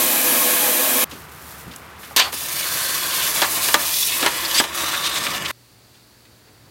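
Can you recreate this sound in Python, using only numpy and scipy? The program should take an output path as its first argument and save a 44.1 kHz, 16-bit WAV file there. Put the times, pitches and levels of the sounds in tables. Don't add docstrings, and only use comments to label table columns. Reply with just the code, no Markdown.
import sys
import numpy as np
from scipy import signal
from scipy.fft import rfft, irfft
from scipy.io import wavfile

SR = 44100
rng = np.random.default_rng(int(sys.argv[2]) if len(sys.argv) > 2 else 0)


def waveform_to_disk(signal):
    frames = np.transpose(np.atleast_2d(signal))
    scaled = np.clip(frames, -1, 1) * 32767
    samples = np.round(scaled).astype(np.int16)
    wavfile.write(sys.argv[1], SR, samples)


N = 295470
TIME = np.arange(N) / SR
FREQ = np.arange(N // 2 + 1) * SR / N + 1e-3
CUT_TO_WORK_S, FLASH_S, PLUNGE_S, CUT_TO_QUIET_S = 1.043, 2.1618, 2.324, 5.514

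# f/Hz, relative level/dB
STEAM_SPECTRUM = [(4500, -4.5), (6500, -4), (8200, -3.5), (10000, -2), (12500, 0), (14000, -3.5),
                  (15800, -6.5)]
# t/s, strength/dB, thud relative to strength/dB, clatter t60/s
BUCKET_KNOCKS = [(2.328, -27, -7, 0.11), (3.4181, -11.5, -25, .15), (3.686, -19, -30, 0.084),
                 (3.7421, -5.5, -19, 0.073), (4.227, -17.5, -5.5, 0.29), (4.2617, -12, -14.5, 0.079),
                 (4.364, -38, -23, 0.056), (4.6, -11, -12, 0.079), (4.6392, -23, -14, 0.16),
                 (5.267, -30, -10, .04)]


def from_db(db):
    return 10 ** (np.asarray(db) / 20)


def rms_one(x):
    return x / np.sqrt(np.mean(x ** 2) + 1e-20)


def gains(rows):
    times, *columns = np.transpose(rows)
    return [from_db(np.interp(TIME, np.sort(times), db)) for db in columns]


def white():
    return rng.standard_normal(N)


def drift(rate_hz):
    knots = rng.standard_normal(4000)
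    return rms_one(np.interp(TIME * rate_hz * 2, np.arange(len(knots)), knots))


def bell(hz, width_hz):
    return 1 / (1 + ((FREQ ** 2 - hz ** 2) / (np.pi / 2 * FREQ * width_hz)) ** 2)


def shape(spectrum, peaks=()):
    hz, db = np.transpose(spectrum)
    roll_off = np.minimum(1, np.minimum(FREQ / hz[0], hz[-1] / FREQ)) ** 2
    lift_db = sum(lift * np.exp(-np.minimum((2 * (FREQ - centre) / width) ** 2 * np.log(2), 20))
                  for centre, width, lift in peaks)
    return roll_off * from_db(np.interp(np.log(FREQ), np.log(hz), db) + lift_db)


def colour(x, response):
    return rms_one(irfft(rfft(x) * response, N))


def gate(start, end, edge_s):
    return np.clip(np.minimum(TIME - start, end - TIME) / edge_s + .5, 0, 1)


def decay(start, t60):
    out, first = np.zeros(N), int(start * SR)
    age = TIME[:min(SR, N - first)]
    rise = 1 - np.exp(-age / .0004)
    out[first:first + len(age)] = rise * np.exp(-np.log(1000) * age / t60)
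    return out


def swell(start, attack_s, hold_s, fall_db_per_s):
    age = TIME - start
    return np.clip(age / attack_s, 0, 1) * from_db(-fall_db_per_s * np.maximum(age - hold_s, 0))


def reflections(share, decay_s):
    echoes = white() * np.exp(-TIME / decay_s)
    return 1 + share * rfft(echoes / np.sqrt(np.sum(echoes ** 2)))


def bubbles(per_s, spread_db, rush):
    born = rng.random(N) < per_s * from_db(3 * drift(40)) / SR
    sizes = from_db(spread_db * np.minimum(rng.exponential(1, N), 4)) * rng.choice([-1, 1], N)
    return rms_one(born * sizes) + rush * white()


def quiet_room():
    # f/Hz, relative level/dB
    spectrum = [(18, -54), (30, -33), (59, -15), (117, -10), (130, -12), (141, -13), (174, -15.5),
                (402, -16.5), (483, -20.5), (1610, -25), (3280, -30), (4490, -25), (5390, -31),
                (12800, -34.5), (15800, -33.5)]
    # t/s, low level/dB, high level/dB
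    band_levels = [(5.52, -57.5, -55), (5.85, -54.5, -54.5), (6.1, -55.5, -54.5), (6.7, -52, -55.5)]
    low_level, high_level = gains(band_levels)
    treble_share = 1 / (1 + (2500 / FREQ) ** 4)
    air = low_level * colour(white(), shape(spectrum) * np.sqrt(1 - treble_share))
    hiss = high_level * colour(white(), shape(spectrum, [(4600, 420, 3)]) * np.sqrt(treble_share))
    hum = from_db(-58 + 2.2 * drift(8)) * np.sin(2 * np.pi * 117.5 * TIME + 0.85 * drift(4.9))
    return air + hiss + hum


def working_room():
    # f/Hz, relative level/dB
    spectrum = [(18, -52), (30, -35), (71, -5.5), (156, -3), (220, -8.5), (309, -8.5), (392, -9.5),
                (459, -8), (581, -11.5), (1240, -5.5), (2730, -15.5), (4370, -22.5), (11500, -33.5),
                (15800, -36)]
    # f/Hz, level/dB
    tones = [(70.5, -55), (78, -56.5)]
    air = from_db(-41.5) * colour(white(), shape(spectrum))
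    hum = sum(from_db(db) * np.sqrt(2) * np.sin(2 * np.pi * hz * TIME + 0.93 * drift(1.5))
              for hz, db in tones)
    return air + hum


def tool_taps():
    # t/s, level/dB, f/Hz, t60/s
    taps = [(1.111, -35.5, 3200, 0.22), (1.12, -35, 220, 0.32), (1.668, -34.5, 169, 0.3),
            (1.712, -35.5, 2780, 0.074), (1.735, -39, 3000, 0.076), (1.761, -22, 9100, 0.014),
            (2.031, -39, 2200, 0.25), (2.11, -35, 700, 0.069), (5.943, -52.5, 3000, 0.27),
            (6.251, -48.5, 2400, .09), (6.474, -51, 1500, .12)]
    source = rfft(white())
    return sum(from_db(db) * decay(start, t60) * rms_one(irfft(source * bell(hz, 0.86 * hz), N))
               for start, db, hz, t60 in taps)


def gas_jet():
    # t/s, level/dB
    levels = [(0.02, -16), (0.222, -17), (0.266, -15.5), (0.924, -17), (1.02, -15.5)]
    # f/Hz, relative level/dB
    spectrum = [(40, -38), (90, -25), (140, -9), (205, -12.5), (250, -4.5), (420, -9), (560, -1), (730, -7),
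                (1400, -7.5), (1800, -5.5), (2100, -6.5), (5500, -8), (8000, -5.5), (12600, 0), (15800, -5)]
    # f/Hz, width/Hz, lift/dB
    peaks = [(255, 40, 8), (307, 25, 6), (352, 28, 10), (496, 38, 10.5), (628, 45, 7), (685, 20, 5),
             (826, 32, 10), (975, 80, 6), (1084, 28, 13), (1230, 35, 5), (1315, 28, 7), (1530, 35, 5),
             (1620, 25, 7), (1700, 24, 12), (2160, 28, 8), (2320, 50, 7), (2495, 100, 7), (3012, 36, 10),
             (3260, 40, 7), (3780, 45, 6), (4020, 50, 7), (5990, 36, 8)]
    level, = gains(levels)
    ripple = reflections(share=.25, decay_s=.025)
    return level * colour(white(), shape(spectrum, peaks) * ripple)


def spitting():
    # t/s, length/s, level/dB
    fits = [(1.09, 0.11, -44.5), (1.303, .07, -45.5), (1.397, .21, -42.5), (1.703, .1, -49),
            (1.98, .08, -43.5), (2.09, 0.018, -44)]
    # f/Hz, relative level/dB
    spectrum = [(1180, -33), (2000, -13), (3000, -16), (3330, -7), (4100, -6), (7510, -6.5), (14200, -2.5),
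                (15800, -9)]
    envelopes = [from_db(db) * swell(start, 0.017, length, fall_db_per_s=110)
                 for start, length, db in fits]
    level = np.hypot(np.max(envelopes, axis=0), from_db(-56))
    return level * colour(bubbles(per_s=3000, spread_db=5, rush=0.99), shape(spectrum))


def steam_flash():
    # f/Hz, relative level/dB
    roar_spectrum = [(59, -64), (100, -37), (261, -13), (434, -14), (505, -11.5), (657, -22.5), (808, -10),
                     (1050, 0), (1220, -13), (1560, -3), (2550, -3.5), (2800, 0), (9000, -17), (11700, -48),
                     (19800, -120)]
    # f/Hz, width/Hz, lift/dB
    steel_peaks = [(6130, 300, 7), (6830, 250, 5), (8250, 200, 8), (9950, 140, 2), (10600, 170, 11),
                   (11940, 330, 17), (13140, 350, 10), (14560, 120, 5)]
    fizz_spectrum = [(3500, -6), (6000, -7), (9000, -10), (13000, -12), (15800, -16)]
    attack_s = 0.0026
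    roar_level = from_db(-14) * swell(FLASH_S, attack_s, hold_s=0.039, fall_db_per_s=251)
    fizz_level = from_db(-21) * swell(FLASH_S, attack_s, hold_s=0.04, fall_db_per_s=800)
    crack_level = from_db(-8.5) * decay(FLASH_S + attack_s / 2, t60=0.035)
    roar = roar_level * colour(white(), shape(roar_spectrum, [(3600, 330, 2.7), (4540, 600, 7.4)]))
    fizz = (fizz_level + crack_level) * colour(white(), shape(fizz_spectrum, steel_peaks))
    wisp = from_db(-36) * swell(FLASH_S, .02, 0.095, 100) * colour(white(), shape(STEAM_SPECTRUM))
    splash = from_db(-28) * swell(2.19, 0.0043, 0.087, 400) * colour(white(), bell(940, 640))
    thump = from_db(-20) * decay(FLASH_S + attack_s, t60=0.026) * colour(white(), bell(260, 330))
    return roar * from_db(1.5 * drift(70)) + fizz + wisp + splash + thump


def vapour_bursts():
    # t/s, length/s, f/Hz, width/Hz, level before wavering/dB
    bursts = [(2.192, 0.015, 840, 450, -25), (2.207, 0.024, 3040, 800, -20.5),
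              (2.55, 0.72, 4380, 380, -35.5), (2.596, 0.69, 1550, 150, -37),
              (3.103, 0.18, 3100, 500, -32.5), (3.375, 0.034, 1400, 1800, -28),
              (3.421, 0.037, 1200, 600, -23.5), (3.93, 0.15, 5550, 500, -31),
              (3.93, 0.12, 3530, 250, -32.5), (4.259, .025, 1650, 800, -19), (4.451, 0.012, 4500, 500, -22),
              (4.542, 0.066, 3870, 4400, -19.5), (4.582, 0.018, 3180, 604, -20.5),
              (4.747, 0.61, 1210, 220, -37.5), (4.777, 0.54, 3680, 400, -35.5),
              (4.934, 0.023, 1920, 1000, -24), (5.04, 0.041, 3550, 2210, -23.5),
              (5.153, 0.031, 3020, 3000, -26), (5.17, 0.52, 190, 150, -42), (5.263, 0.012, 2320, 900, -21),
              (5.335, 0.024, 3600, 1200, -30), (5.451, 0.017, 2980, 1500, -22.5),
              (5.503, 0.012, 1610, 1200, -24.5)]
    out, source = np.zeros(N), rfft(white())
    waver_db_per_s = 2.8 * drift(18)
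    for start, length, hz, width_hz, db in bursts:
        window = gate(start, start + length, 0.011) * from_db(waver_db_per_s * length)
        tone = irfft(source * bell(hz, width_hz), N) * window
        out += from_db(db) * tone * np.sqrt(np.sum(window ** 2) / np.sum(tone ** 2))
    return out


def steel_squeals():
    # t/s, length/s, f/Hz, level/dB
    notes = [(4.028, .007, 3480, -19), (4.544, 0.026, 4580, -23.5), (4.555, .015, 10600, -28),
             (4.577, 0.023, 4900, -17.5), (4.581, 0.019, 7940, -19.5)]
    flutter = .004 * drift(150)
    clock = TIME + np.cumsum(flutter) / SR
    return sum(from_db(db) * np.sqrt(2) * gate(t, t + length, 0.0036) * np.sin(2 * np.pi * hz * clock)
               for t, length, hz, db in notes)


def bucket_knocks():
    # f/Hz, relative level/dB
    spectrum = [(150, -13), (300, -11), (550, -5.5), (950, -2.5), (1700, -2), (2200, -4.5), (3200, -2.5),
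                (5000, -7), (8000, -9), (15000, -14)]
    # f/Hz, relative level/dB, t60/s
    wall_modes = [(335, -19, 0.1), (593, -17, 0.19), (837, -13.5, 0.11), (950, -10, 0.16),
                  (1201, -12.5, 0.16), (1690, -7, 0.065), (2730, -26, 0.01), (3450, -3, 0.027)]
    crack = from_db(4) * colour(white(), shape(spectrum))
    clatter = from_db(-1) * colour(white(), shape(spectrum) / np.hypot(1, FREQ / 3000))
    water = colour(white(), bell(330, 166))
    out, blows = np.zeros(N), np.zeros(N)
    for start, db, thud_db, t60 in BUCKET_KNOCKS:
        thud = from_db(thud_db) * water * decay(start, 0.11)
        out += from_db(db) * (crack * decay(start, 0.019) + clatter * decay(start, t60) + thud)
        blows[int(start * SR)] = from_db(db)
    for hz, db, t60 in wall_modes:
        radius, angle = np.exp(-np.log(1000) / (t60 * SR)), 2 * np.pi * hz / SR
        drive = blows * from_db(db + 1.24 * white()) * rng.choice([-1, 1]) + 1e-18
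        out += signal.lfilter([0, np.sin(angle)], [1, -2 * radius * np.cos(angle), radius ** 2], drive)
    low_cut = signal.butter(2, 190, "high", fs=SR, output="sos")
    return signal.sosfilt(low_cut, out)


def wander(x, depth_db, width_hz, hold_s):
    hz, times, spectra = signal.stft(x, SR, nperseg=1024)
    field = rng.standard_normal(spectra.shape)
    for axis, pole in enumerate([np.exp(-hz[1] / width_hz), np.exp(-times[1] / hold_s)]):
        field = signal.filtfilt([1 - pole], [1, -pole], field, axis=axis, padtype="even")
    gain = from_db(depth_db * np.clip(rms_one(field), -2.5, 2.5))
    return rms_one(signal.istft(spectra * gain, SR)[1][:N])


def dip_db():
    # t/s, length/s, depth/dB
    lulls = [(2.983, 0.12, 2.5), (3.46, 0.17, 2), (4.3, 0.18, 1), (4.65, 0.092, 10.5), (4.89, .03, 1.5),
             (4.992, .045, 2), (5.09, 0.039, 1.5), (5.205, .025, 3), (5.28, 0.05, 3.5), (5.376, 0.11, 7.5)]
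    duck_db, recovery_s = 13.5, 0.16
    pauses = sum(db * gate(start, start + length, .028) for start, length, db in lulls)
    ducks = sum(from_db(db) * (TIME > start) * np.clip(1 - (TIME - start) / recovery_s, 0, 1)
                for start, db, *_ in BUCKET_KNOCKS)
    return pauses + duck_db * ducks


def course(height_db, swell_db, climb_db_per_s, fade_db_per_s, dip_share):
    swell_s, height_s = 0.22, 3.75
    wetting = swell_db * np.exp(-np.maximum(TIME - PLUNGE_S, 0) / swell_s)
    climbing = climb_db_per_s * np.maximum(height_s - TIME, 0)
    cooling = fade_db_per_s * np.maximum(TIME - height_s, 0)
    return from_db(height_db - wetting - climbing - cooling - dip_share * dip_db())


def quench():
    # f/Hz, relative level/dB
    boil_spectrum = [(70, -25), (140, -5), (220, -7), (430, -5.5), (620, -3), (800, -7), (1000, 3),
                     (1300, 0.5), (2000, -0.5), (2600, -2.5), (3800, -19)]
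    # f/Hz, relative level/dB
    sizzle_spectrum = [(1200, -35), (2000, -2.5), (2700, 0), (3600, -1), (4700, 1), (5300, -2.5),
                       (6800, -2), (8500, -3), (12000, -23)]
    # f/Hz, width/Hz, lift/dB
    bucket_air = [(312, 130, 8), (656, 260, 6), (1037, 48, 1), (1040, 190, 3), (1590, 61, 4),
                  (1805, 130, 4), (2930, 120, 7), (3530, 390, 6), (4370, 250, -1.5)]
    boil_level = course(-28, swell_db=13, climb_db_per_s=2, fade_db_per_s=0.85, dip_share=0.3)
    sizzle_level = course(-26, swell_db=6, climb_db_per_s=3, fade_db_per_s=1.4, dip_share=0.8)
    steam_level = course(-20.5, swell_db=3, climb_db_per_s=4, fade_db_per_s=7.5, dip_share=1)
    film = gate(3.91, 4.14, edge_s=.15)
    boil_level *= from_db(-13 * film)
    steam_level *= from_db(1.5 * film)
    sizzle_level *= from_db(drift(30))
    walls = reflections(share=.3, decay_s=.02)
    surge = from_db(0.34 * drift(30))
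    crackle = bubbles(per_s=2500, spread_db=4, rush=.6)
    boil = colour(bubbles(per_s=2300, spread_db=0.5, rush=0.87), shape(boil_spectrum, bucket_air) * walls)
    sizzle = colour(crackle, shape(sizzle_spectrum, bucket_air) * walls)
    steam = colour(bubbles(per_s=6500, spread_db=-2, rush=0.39), shape(STEAM_SPECTRUM) * walls)
    boiling = boil_level * wander(boil, depth_db=2, width_hz=17, hold_s=0.11)
    sizzling = sizzle_level * wander(sizzle, depth_db=3, width_hz=48, hold_s=0.058)
    steaming = steam_level * wander(steam, depth_db=1.5, width_hz=50, hold_s=0.051)
    return (boiling + sizzling + steaming) * surge * gate(PLUNGE_S, 7, 0.0086)


def scene():
    work = working_room() + spitting() + steam_flash() + quench()
    work += vapour_bursts() + steel_squeals() + bucket_knocks()
    mono = gas_jet() * gate(-1, CUT_TO_WORK_S, .001)
    mono += work * gate(CUT_TO_WORK_S, CUT_TO_QUIET_S, .001)
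    mono += quiet_room() * gate(CUT_TO_QUIET_S, 7, .001)
    return np.tile(mono + tool_taps(), (2, 1))


def record(dry):
    rounded = 1.394 * np.tanh(dry / 1.39)
    high_cut = signal.ellip(12, .1, 80, 15900, fs=SR, output="sos")
    return signal.sosfilt(high_cut, rounded)


dry = scene()
out = record(dry)
waveform_to_disk(out)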